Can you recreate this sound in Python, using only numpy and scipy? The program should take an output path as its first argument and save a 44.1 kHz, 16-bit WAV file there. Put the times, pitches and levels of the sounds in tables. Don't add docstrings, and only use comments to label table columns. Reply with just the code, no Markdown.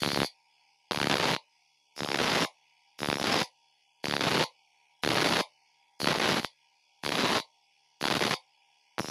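import sys
import numpy as np
from scipy import signal
from scipy.fft import rfft, irfft
from scipy.io import wavfile
from scipy.ndimage import uniform_filter1d

SR = 44100
rng = np.random.default_rng(int(sys.argv[2]) if len(sys.argv) > 2 else 0)


def level_to_linear(level):
    exponent = np.asarray(level, float) / 20
    return 10 ** exponent


def unload_audio(sound):
    columns = np.transpose(np.atleast_2d(sound))
    steps = np.round(np.clip(columns, -1, 1) * 32767)
    wavfile.write(sys.argv[1], SR, steps.astype(np.int16))


N = 401310
T = np.arange(N) / SR
FREE_HZ = 73.1

# [high spot passes t/s, lift-off t/s, wheel speed f/Hz, slowing Hz per s, whistle f/Hz]
STROKES = [(.006, .259, 72.5, 14, 4300), (.919, 1.348, 73.7, 12, 4500), (1.965, 2.456, 73.8, 11, 5100),
           (2.991, 3.44, 74.0, 15, 5000), (4.0425, 4.443, 73.8, 14, 4500), (5.034, 5.415, 73.5, 18, 4300),
           (6.003, 6.45, 73.3, 14, 4500), (7.036, 7.40, 73.2, 12, 4400), (8.013, 8.345, 73.7, 17, 4600),
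           (8.9905, 9.4, 73.8, 1, 5150)]


def evened(x):
    return x / np.sqrt(np.mean(x ** 2) + 1e-20)


def read(points, hz):
    f, value = np.transpose(points)
    return np.interp(np.log(hz + 1), np.log(f + 1), value)


def causal(db):
    log = np.log(level_to_linear(np.maximum(np.r_[db, db[-2:0:-1]], -100)))
    return np.fft.ifft(np.exp(np.conj(signal.hilbert(log)))).real[:len(db)]


def coloured(x, points):
    gain = level_to_linear(read(points, np.fft.rfftfreq(len(x), 1 / SR)))
    return evened(irfft(rfft(x) * gain, len(x)))


def resonate(x, hz, width, order=1):
    turn = np.exp(2j * np.pi * np.cumsum(hz * np.ones(N)) / SR)
    r = np.exp(-np.pi * width / SR)
    smooth = signal.lfilter([(1 - r) ** order], np.poly([r] * order), x * turn.conj())
    return 2 * (turn * smooth).real


def wander(per_s):
    knots = rng.standard_normal(int(N / SR * 600))
    return evened(np.interp(T * per_s, np.arange(len(knots)), knots))


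def tooth_number():
    return np.searchsorted(np.array(STROKES)[1:, 0] - .1, T)


def wheel():
    catch_up_s = 0.15
    turns = np.zeros(N)
    for s, off, hz, sag, _ in STROKES:
        after = T >= s - .004 if s > .5 else T >= 0
        t = T[after]
        loaded = hz - sag * (np.minimum(t, off) - s)
        speed = FREE_HZ - (FREE_HZ - loaded) * np.exp(-np.maximum(t - off, 0) / catch_up_s)
        turns[after] = np.cumsum(speed) / SR + (t[0] - s) * hz
    return turns


def motor(turns):
    # [multiple of the wheel speed, level/dB]
    shaft = [(2, -99), (3, -111), (4, -104), (5, -106), (6, -98.5), (7, -107), (8, -98), (9, -100),
             (10, -88.5), (11, -81), (12, -90), (13, -80), (16, -108), (18, -108), (20, -105)]
    # [f/Hz, level/dB per Hz]
    whirr = [(625, -31), (790, -5), (970, -5), (1080, -37), (1750, -38), (1980, -15), (2470, -5),
             (3400, -16), (3700, -20), (4000, -24), (4500, -12.5), (5630, -11.5), (7210, -27.5),
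             (9600, -25.5), (16000, -50)]
    # [f/Hz, width/Hz, level/dB]
    housing = [(785, 63, -38.5), (1660, 62, -11), (2070, 17, -18), (2250, 220, -3.5), (2960, 24, 5),
               (3370, 110, 3), (4450, 44, 1), (4980, 36, 4), (5570, 50, -7.5)]
    whirr_db = -68.5

    orders = 0
    for k, db in shaft:
        tone = np.cos(2 * np.pi * (k * turns + rng.random()))
        orders = orders + np.sqrt(2) * level_to_linear(db + 2.4 * wander(16)) * tone

    air = rng.standard_normal(N) * (1 + .3 * np.cos(2 * np.pi * turns))
    f = np.fft.rfftfreq(N, 1 / SR)
    response = sum(level_to_linear(db) / (1 + (2 * (f - hz) / w) ** 2) for hz, w, db in housing)
    hum = evened(irfft(rfft(air) * response, N))
    sound = orders + level_to_linear(whirr_db - 2.0) * coloured(air, whirr) + level_to_linear(whirr_db - 8) * hum

    hz, _, z = signal.stft(sound, SR, nperseg=1024)
    patches = uniform_filter1d(rng.standard_normal(z.shape), size=12, axis=0)
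    patches = evened(uniform_filter1d(patches, size=14, axis=1))
    hz = hz[:, None]
    weak_db = np.clip(-read(whirr, hz) - 8, 0, 14) * (hz > 1000) * (hz < 6000) + 5 * (hz > 200)
    holes = level_to_linear(patches + weak_db * np.minimum(patches + .4, 0))
    return signal.istft(z * holes, SR, nperseg=1024)[1][:N]


def yard(x):
    # [f/Hz, level/dB per Hz]
    ring = [(120, -73.5), (200, -42.5), (417, -21), (532, -8.5), (716, -11), (963, -1), (1410, -41),
            (2150, -5), (3160, -11.5), (3570, -5), (4400, -8.5), (4800, -11), (7700, -17), (10000, -12.5),
            (13000, -42)]
    # [f/Hz, time to fall 60 dB t/s]
    ring_t60 = [(300, 0.11), (550, 0.2), (1000, 0.16), (2100, 0.16), (5500, 0.12), (10000, 0.15)]
    place, out = tooth_number() % 3, 0
    for k in range(3):
        hz, t, z = signal.stft(rng.standard_normal(SR // 3), SR, nperseg=512)
        modes_db = 3.8 * np.minimum(rng.exponential(1, (len(hz), 1)), 3)
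        decay_db = -60 * t / read(ring_t60, hz)[:, None]
        z = z * level_to_linear(modes_db + read(ring, hz)[:, None] + decay_db)
        tail = signal.istft(z, SR, nperseg=512)[1]
        tail = tail * np.clip(np.arange(len(tail)) / SR / 0.014, 0, 1)
        out = out + signal.oaconvolve(x * (place == k), tail / np.linalg.norm(tail))[:N]
    return out


def hand():
    # [depth at first touch 0-1, bite t/s, depth there 0-1, firm t/s, eases off t/s]
    presses = [(0, .02, 0.7, 0.065, 0.26), (.25, 1.0, .3, 1.24, 1.335), (0.05, 2.05, .13, 2.25, 2.447),
               (0.1, 3.17, .25, 3.27, 3.41), (.2, 4.19, .2, 4.215, 4.428), (0.2, 5.1, 0.6, 5.13, 5.408),
               (0.12, 6.07, 0.3, 6.095, 6.395), (0.15, 7.105, .2, 7.122, 7.365),
               (.15, 8.06, 0.35, 8.075, 8.338), (0.3, 9.0, 0.2, 9.012, 9.19)]
    # [effort/dB, knocks, grit and whistle under the light touch/dB each, firm depth 0-1]
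    teeth = [(3, 4, 3.5, 4, .7), (-0.5, 4, 0, -5, .75), (-0.5, -1.5, -4.5, -5.5, .9),
             (-0.5, 4.5, -1.5, -3.5, .85), (0, 4, -4, -3.5, .75), (1.5, 0, -0.5, -5.5, 0.7),
             (0, 7, 3, 0.5, .78), (-0.5, 1.5, 1, -1, .8), (0.5, 4, 0, -1.5, .6), (-4.5, 2.5, 7, -1, .02)]
    # [t/s, length/s, loss/dB]
    skips = [(.148, .012, 0), (4.18, .02, -8), (6.19, 0.013, -4.5), (6.155, .07, -2), (6.425, 0.0608, -16),
             (8.092, 0.016, -16.5), (8.141, 0.026, -2.5), (8.191, .03, -4)]
    # [level at full depth/dB, change per tenfold depth/dB, change on landing/dB,
    # change while letting go/dB, share of a skip's loss]
    layers = [
        (-26.5, 8.5, -25, -4.5, 0.9),
        (-50.5, -1, -6.5, 0, .25),
        (-35, -3.5, -8.5, 3.5, .3),
    ]
    lead_s = .004
    sink, last = 1.3, .05
    land_s, sudden = 0.024, .2
    brush_s, brush_db, trail_s, trail_db, grazes = 0.0073, -17, 0.028, -19.5, .23

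    depth, gains = np.zeros(N), np.zeros((len(layers), N))
    skip_db = sum(db * np.clip(2 - 4 * abs(T - s) / length, 0, 1) for s, length, db in skips)
    for stroke, pressed, tooth in zip(STROKES, presses, teeth):
        spot, off, *_ = stroke
        first, bite, held, firm, ease = pressed
        effort_db, *own_db, deep = tooth
        touch, gentle = spot - lead_s, np.clip(1 - first / sudden, 0, 1)
        on = (T >= touch - brush_s * (first < grazes)) & (T < off + trail_s)
        t = T[on]
        depths = np.clip([first, held, deep, deep * sink], .01, 2)
        press = np.interp(t, [spot, bite, firm, ease], depths)
        landing = np.clip(1 - (t - touch) / land_s, 0, 1) * gentle
        light = np.interp(t, [bite, firm], [1, 0])
        going = np.clip((t - ease) / (off - ease), 0, 1)
        apart_db = brush_db * (t < touch) + trail_db * np.maximum(t - off, 0) / trail_s
        depth[on] = (press + (last - press) * going) * level_to_linear(skip_db[on])
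        for k, (full_db, decade_db, land_db, go_db, skip) in enumerate(layers):
            hold_db = effort_db + full_db + own_db[k] * light + decade_db * np.log10(press)
            change_db = land_db * landing + go_db * going + skip * skip_db[on]
            gains[k, on] = level_to_linear(hold_db + change_db + apart_db)
        gains[0, on] *= (t >= touch) & (t < off)
    return depth, gains


def knock(snap, push, snap_width, push_width, lag):
    t = np.arange(1024) / SR
    snap_s, push_s = 4.5e-5 * level_to_linear(10.7 * snap_width), 0.0002 * level_to_linear(13.9 * push_width)
    late = np.maximum(t - 2e-4 - 0.00063 * lag, 0) / push_s
    return push * late * np.exp(1 - late) - snap * t / snap_s * np.exp(1 - t / snap_s)


def knocking(turns, meets, gain, count=18):
    # [t/s, snap level/dB, push level/dB, snap width 0-1, push width 0-1]
    bounces = [(.911, -1, -5, 0.24, 0.27), (1.349, -3, -21, 0.13, .5), (1.364, -5, -22.5, 0.44, 0.8),
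               (5.036, 3, -19, 0.12, 0), (5.040, -6.5, -26, 0.6, 0), (6.431, -16, -21, 0.1, 0.6),
               (6.447, 2.5, -17, 0.25, 0), (7.39, -16, -31, 0.6, 0), (7.4, -10.5, -19.5, 0.23, 0.8),
               (8.077, -1, -23, 0.02, .1), (8.102, -2, -6.5, 0, 0.3), (9.004, -26, -4.5, 0.4, 0.9),
               (9.045, -24, -11, 1, 0.46), (9.085, -15, -14, .4, .8), (9.099, -18, -18, 1, 0.9)]
    rebounds = [(8.982, -6, -15, 1, .1), (8.990, -10, -24, 0.31, 0.99), (8.996, 0, -16, 0.9, 0.54)]
    # [f/Hz, level/dB per Hz]
    knock_colour = [(15, -56), (25, -51), (38, -26), (140, 1), (332, 1.5), (375, 0.5), (571, -1),
                    (730, -2.5), (786, -2), (1730, -5.5), (3900, -8), (5500, -14), (9000, -26.5),
                    (11700, -78.5), (19800, -120)]

    mix, snap_width, push_width, lag, sign = rng.random((count, 5)).T[..., None]
    shapes = knock(1.1 - mix, 0.76 * mix, snap_width, push_width, lag)
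    shapes = shapes * np.where(sign < .75, 1, -1)

    chatter_hz = 1500 * meets
    per_s = chatter_hz * np.clip(1 + .55 * wander(400), 0, 2.5)
    high_spot = np.diff(np.floor(turns), prepend=0) == 1
    hits = (rng.random(N) < per_s / SR) | high_spot
    rate = (uniform_filter1d(chatter_hz, size=1216) + FREE_HZ) / SR
    crowd = np.sqrt(rate * (shapes ** 2).sum(1).mean())
    size = hits * level_to_linear(3.42 * np.minimum(rng.exponential(1, N), 3) - 3) * gain / crowd
    for s, *_ in bounces + rebounds:
        size[round((s - .003) * SR):round((s + .003) * SR)] = 0

    which = rng.integers(0, count, N)
    force = sum(signal.oaconvolve(size * (which == k), shape)[:N] for k, shape in enumerate(shapes))
    for face, events in ((1, bounces), (-1, rebounds)):
        for s, snap_db, push_db, snap_w, push_w in events:
            part = force[round(s * SR):][:1024]
            part += 0.33 * face * knock(level_to_linear(snap_db), level_to_linear(push_db), snap_w, push_w, 0.15)[:len(part)]

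    own = (abs(rfft(shapes, 2048)) ** 2).mean(0)
    own_db = uniform_filter1d(10 * np.log10(own), size=5)
    body = causal(read(knock_colour, np.fft.rfftfreq(2048, 1 / SR)) - own_db)
    body = body / np.sqrt((abs(rfft(body, 2048)) ** 2 * own).sum() / own.sum())
    squashed = 0.26 * np.tanh(signal.oaconvolve(force, body)[:N] / 0.3)
    return signal.sosfilt(signal.butter(2, 7500, fs=SR, output="sos"), squashed)


def grinding(turns, depth, gains):
    rim = [(0, 0), (.12, .15), (.3, .4), (.52, .75), (.64, .5), (.78, .55), (.9, .8), (1, .9)]
    # [f/Hz, level/dB per Hz]
    grit = [(3820, -32.5), (6500, -5), (7530, -15.5), (8620, -14), (9230, -14), (9990, -4.5), (11000, -5),
            (12800, -16), (15200, -21), (15800, -32.5), (16000, -27.5)]
    # [multiple of the whistle f, width/Hz, level/dB]
    partials = [(.55, 900, -13), (.78, 900, -8), (1.0, 1100, 0), (1.22, 1000, -14)]

    shake = .035 * wander(70)
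    dip = np.interp(turns % 1, *np.transpose(rim))
    meets = np.clip((depth * (1 + 2 * shake) - dip) / .3, 0, 1)
    swell = 0.74 + 0.45 * meets + 0.98 * np.exp(-(turns % 1) / 0.13)
    flicker = level_to_linear(2.0 * wander(330))
    hiss = gains[1] * swell * flicker * coloured(rng.standard_normal(N), grit)

    rub = gains[2] * swell * flicker * rng.standard_normal(N)
    tooth_hz = np.array(STROKES)[tooth_number(), 4]
    tooth_hz = tooth_hz * (1 + .04 * wander(25))
    whistle = 0
    for k, width, db in partials:
        whistle = whistle + level_to_linear(db + 2 * wander(40)) * resonate(rub, k * tooth_hz, width, order=2)
    return knocking(turns, meets, gains[0]), hiss + 1.73 * whistle


def scene():
    turns = wheel()
    depth, gains = hand()
    knocks, hiss = grinding(turns, depth, gains)
    firm = np.clip(uniform_filter1d(depth, size=400), .3, 1)
    after_ring = level_to_linear(-17.5) * yard(firm * knocks + 2.7 * hiss)
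    return (knocks + hiss + after_ring + motor(turns))[None]


def top_cut(x):
    return signal.sosfilt(signal.butter(12, 16420, fs=SR, output="sos"), x)


def record(dry):
    thin = signal.sosfilt(signal.butter(1, 45, "high", fs=SR, output="sos"), dry)
    edge = signal.firwin(255, 15850, window=("kaiser", 9), fs=SR)
    return top_cut(signal.oaconvolve(thin, edge[None], "same"))


dry = scene()
out = record(dry)
unload_audio(out)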